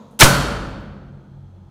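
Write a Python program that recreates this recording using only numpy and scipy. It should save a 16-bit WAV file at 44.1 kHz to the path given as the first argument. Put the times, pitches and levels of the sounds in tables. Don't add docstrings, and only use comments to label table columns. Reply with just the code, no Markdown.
import sys
import numpy as np
from scipy import signal
from scipy.fft import rfft, irfft
from scipy.io import wavfile
from scipy.ndimage import uniform_filter1d

SR = 44100
rng = np.random.default_rng(int(sys.argv[2]) if len(sys.argv) > 2 else 0)


def generate_wav(sig):
    pcm = np.round(np.clip(np.atleast_2d(sig).T, -1, 1) * 32767).astype(np.int16)
    wavfile.write(sys.argv[1], SR, pcm)


def invert_db(x):
    u = np.asarray(x, float) / 20
    return 10 ** u


N = 74970
SLAM_S, SHOVE_S = 0.206, 0.2385

# pitch_hz [Hz], t60_s [s]
ROOM_T60 = [(40, 1.8), (140, 2.5), (500, 1.655), (1500, 1.236), (3000, 1.095), (6000, 0.75), (10000, 0.6),
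            (15000, .33)]


def set_rms(x, db):
    return x * invert_db(db) / np.sqrt(np.mean(x ** 2))


def read_curve(table, hz):
    table_hz, values = np.array(table).T
    return np.interp(np.log(hz + 1), np.log(table_hz), values)


def coloured_noise(colour):
    hz = np.arange(N // 2 + 1) * SR / N
    spectrum = rfft(rng.standard_normal(N)) * invert_db(read_curve(colour, hz))
    return set_rms(irfft(spectrum, N), 0)


def resonate(x, hz, width_hz):
    return signal.lfilter(*signal.iirpeak(hz, hz / width_hz, fs=SR), x)


def butter(x, order, hz, kind):
    return signal.sosfilt(signal.butter(order, hz, kind, fs=SR, output="sos"), x)


def drone(rows):
    total = 0
    for hz, width_hz, db in rows:
        ringing = resonate(rng.standard_normal(N), hz, width_hz)
        total = total + set_rms(resonate(ringing, hz, 2 * width_hz), db)
    return total


def fade(age, t60_s):
    return (age >= 0) * np.exp(-np.log(1000) * np.maximum(age, 0) / t60_s)


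def ramp(age, rise_s):
    return np.clip(age / rise_s, 0, 1)


def earlier_knock(t):
    # pitch_hz [Hz], density_db [dB per Hz]
    colour = [(59, -62.5), (100, -29), (226, 2.5), (360, -31.5), (431, -13), (733, -20.5), (782, -29.5),
              (937, -15), (2200, -45), (2860, -74), (4840, -120)]
    # pitch_hz [Hz], width_hz [Hz], level_db [dB]
    rings = [(480, 120, -52), (2600, 1500, -69), (3800, 900, -66), (6530, 1200, -70), (9700, 400, -82),
             (12500, 4000, -80)]
    wash = butter(coloured_noise(colour), 2, [110, 2500], "band")
    return (set_rms(wash, -40) + drone(rings)) * fade(t, 1.3)


def hum(t):
    # pitch_hz [Hz], width_hz [Hz], level_db [dB]
    panels = [(46, 12, -54), (93.4, 5, -47.5), (138.66, 3, -45.5), (185, 25, -53), (341.2, 12, -64)]
    # pitch_hz [Hz], width_hz [Hz], level_db [dB]
    whine = [(850, 150, -66.5), (3300, 400, -78), (4160, 300, -82), (6200, 250, -87.5)]
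    # pitch_hz [Hz], density_db [dB per Hz]
    hiss_colour = [(120, -35), (200, -3), (244, -7), (849, -12.5), (1130, -21.5), (1260, -14), (1910, -28),
                   (6420, -37.5), (15000, -50.5)]
    hiss = butter(coloured_noise(hiss_colour), 2, 200, "high")
    calm_db = -9.5 * (t < SHOVE_S)
    return drone(panels) * invert_db(calm_db) + drone(whine) + set_rms(hiss, -60)


def settling_ticks(t):
    # start_s [s], level_db [dB], pitch_hz [Hz]
    tick_list = [
        (.104, -67, 9500),
        (.676, -70, 13000),
        (.798, -73, 12500),
    ]
    total = 0
    for start_s, db, hz in tick_list:
        tick = drone([(hz, hz / 2, db)])
        total = total + tick * ramp(t - start_s, 0.008) * fade(t - start_s, 0.3)
    return total


def linkage(t):
    # start_s [s], level_db [dB], rise_s [s], t60_s [s], top_hz [Hz]
    blow_list = [
        (0.1904, -19.5, .002, .2, 14000),
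        (0.197, -11.5, .004, 0.21, 12000),
        (0.2004, -11.5, .004, .1, 8000),
        (0.2067, 5.5, .002, .05, 11000),
        (.2120, 8, .003, 0.034, 4000),
        (0.2202, 15.5, .003, 0.032, 3000),
        (.2310, -1, .002, .05, 9007),
        (.2390, -2.5, .003, 0.067, 8033),
        (0.26, -12.5, 0.0027, .08, 2000),
    ]
    clicks_per_s, spread_db = 20000, 2
    total = 0
    for start_s, db, rise_s, t60_s, top_hz in blow_list:
        hits = rng.random(N) < clicks_per_s / SR
        unevenness = invert_db(spread_db * rng.exponential(size=N))
        clicks = hits * rng.standard_normal(N) * unevenness
        clicks = butter(clicks, 2, min(top_hz, 0.45 * SR), "low")
        age = t - start_s
        total = total + set_rms(clicks, db) * ramp(age, rise_s) * fade(age, t60_s)
    return butter(total, 1, 250, "high")


def steel_parts(t, blows):
    # pitch_hz [Hz], level_db [dB], t60_s [s]
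    modes = [(543.6, -2.5, 0.27), (579.6, -11, 0.98), (1010, -16, 0.8), (1130, -13, .4), (1287.3, -7, 0.43),
             (1286.6, -11, 0.53), (1402, -11, 0.59), (1512, -5, 0.39), (2250, -16.5, .15),
             (2850, -21.5, .25), (3114, -8, 0.33), (4400, -17, 1), (6400, -17, .2)]
    ring = sum(invert_db(db) * np.sin(2 * np.pi * hz * t) * fade(t, t60_s) for hz, db, t60_s in modes)
    return invert_db(-51) * signal.fftconvolve(blows, ring)[:N]


def room(t):
    # pitch_hz [Hz], level_db [dB]
    colour = [(40, -15), (140, -9), (300, -10), (560, -8.5), (1400, -3.5), (1950, -8), (4300, -4),
              (15000, -2.5)]
    room_db, early_db, early_share = -20, -2, 0.22
    age = t - SLAM_S
    echoes = 0
    for hz in 35 * 2 ** np.arange(0, 9, 1 / 3):
        t60_s = read_curve(ROOM_T60, hz)
        decay = fade(age, t60_s) + invert_db(early_db) * fade(age, early_share * t60_s)
        build_up = ramp(age, 0.0088 + 8.5 / hz) ** 2
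        grain = resonate(rng.standard_normal(N), hz, hz / 3)
        grain = resonate(grain, hz, hz / 3)
        echoes = echoes + set_rms(grain, room_db + read_curve(colour, hz)) * decay * build_up
    return echoes


def cabinet(t):
    # pitch_hz [Hz], width_hz [Hz], level_db [dB]
    clusters = [(198, 25, -28), (559, 70, -27.5), (1300, 200, -24), (1433, 150, -25), (1565, 170, -28.5),
                (3150, 110, -31.5), (4430, 250, -32), (7050, 300, -42.5)]
    linger = 1.038
    age = t - SLAM_S
    rings = sum(drone([row]) * fade(age, linger * read_curve(ROOM_T60, row[0])) for row in clusters)
    return rings * ramp(age, 0.03)


def cam(t):
    # time_s [s], pitch_hz [Hz], level_db [dB]
    path = [
        (.2095, 1300, -20),
        (.213, 1500, 0),
        (.219, 2900, 3),
        (.224, 2200, 2),
        (.228, 1200, 1),
        (.231, 900, -25),
    ]
    time_s, path_hz, path_db = np.array(path).T
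    wobble = set_rms(uniform_filter1d(rng.standard_normal(N), size=30), 0)
    hz = np.interp(t, time_s, path_hz) * (1 + 0.3 * wobble)
    tone = np.sin(2 * np.pi * np.cumsum(hz) / SR)
    scraping = (t > time_s[0]) * (t < time_s[-1])
    return tone * invert_db(np.interp(t, time_s, path_db)) * scraping


def frame(t):
    # start_s [s], peak_db [dB], pitch_hz [Hz], t60_s [s]
    swings = [
        (.2275, 3, 130, .05),
        (.2347, 2, 125, .025),
    ]
    # start_s [s], peak_db [dB], pitch_hz [Hz], t60_s [s]
    thuds = [
        (.2600, -14, 139, 0.79),
        (.3300, -26.5, 53, 2.16),
        (.3300, -32, 52.5, 1.6),
    ]
    total = 0
    for start_s, db, hz, t60_s in [*swings, *thuds]:
        age = t - start_s
        total = total - invert_db(db) * np.sin(2 * np.pi * hz * age) * fade(age, t60_s)
    return total


def air_shove(t):
    age = t - SHOVE_S
    return invert_db(-2) * ramp(age, 0.004) * np.exp(-np.maximum(age, 0) / 0.018)


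def scene():
    t = np.arange(N) / SR
    blows = linkage(t)
    breaker = blows + steel_parts(t, blows) + cam(t) + frame(t) + air_shove(t)
    ring_out = cabinet(t) + room(t)
    background = earlier_knock(t) + hum(t) + settling_ticks(t)
    return (breaker + ring_out + background)[None]


def roll_off(x):
    return signal.sosfilt(signal.butter(12, 15660, fs=SR, output="sos"), x)


def record(dry):
    drive_db, knee, top_hz = 0.5, 4, 15700
    x = dry * invert_db(drive_db)
    x = x / (1 + np.abs(x) ** knee) ** (1 / knee)
    x = signal.sosfilt(signal.ellip(8, 0.2, 50, top_hz, fs=SR, output="sos"), x)
    return roll_off(np.clip(x, -1, 1))


dry = scene()
out = record(dry)
generate_wav(out)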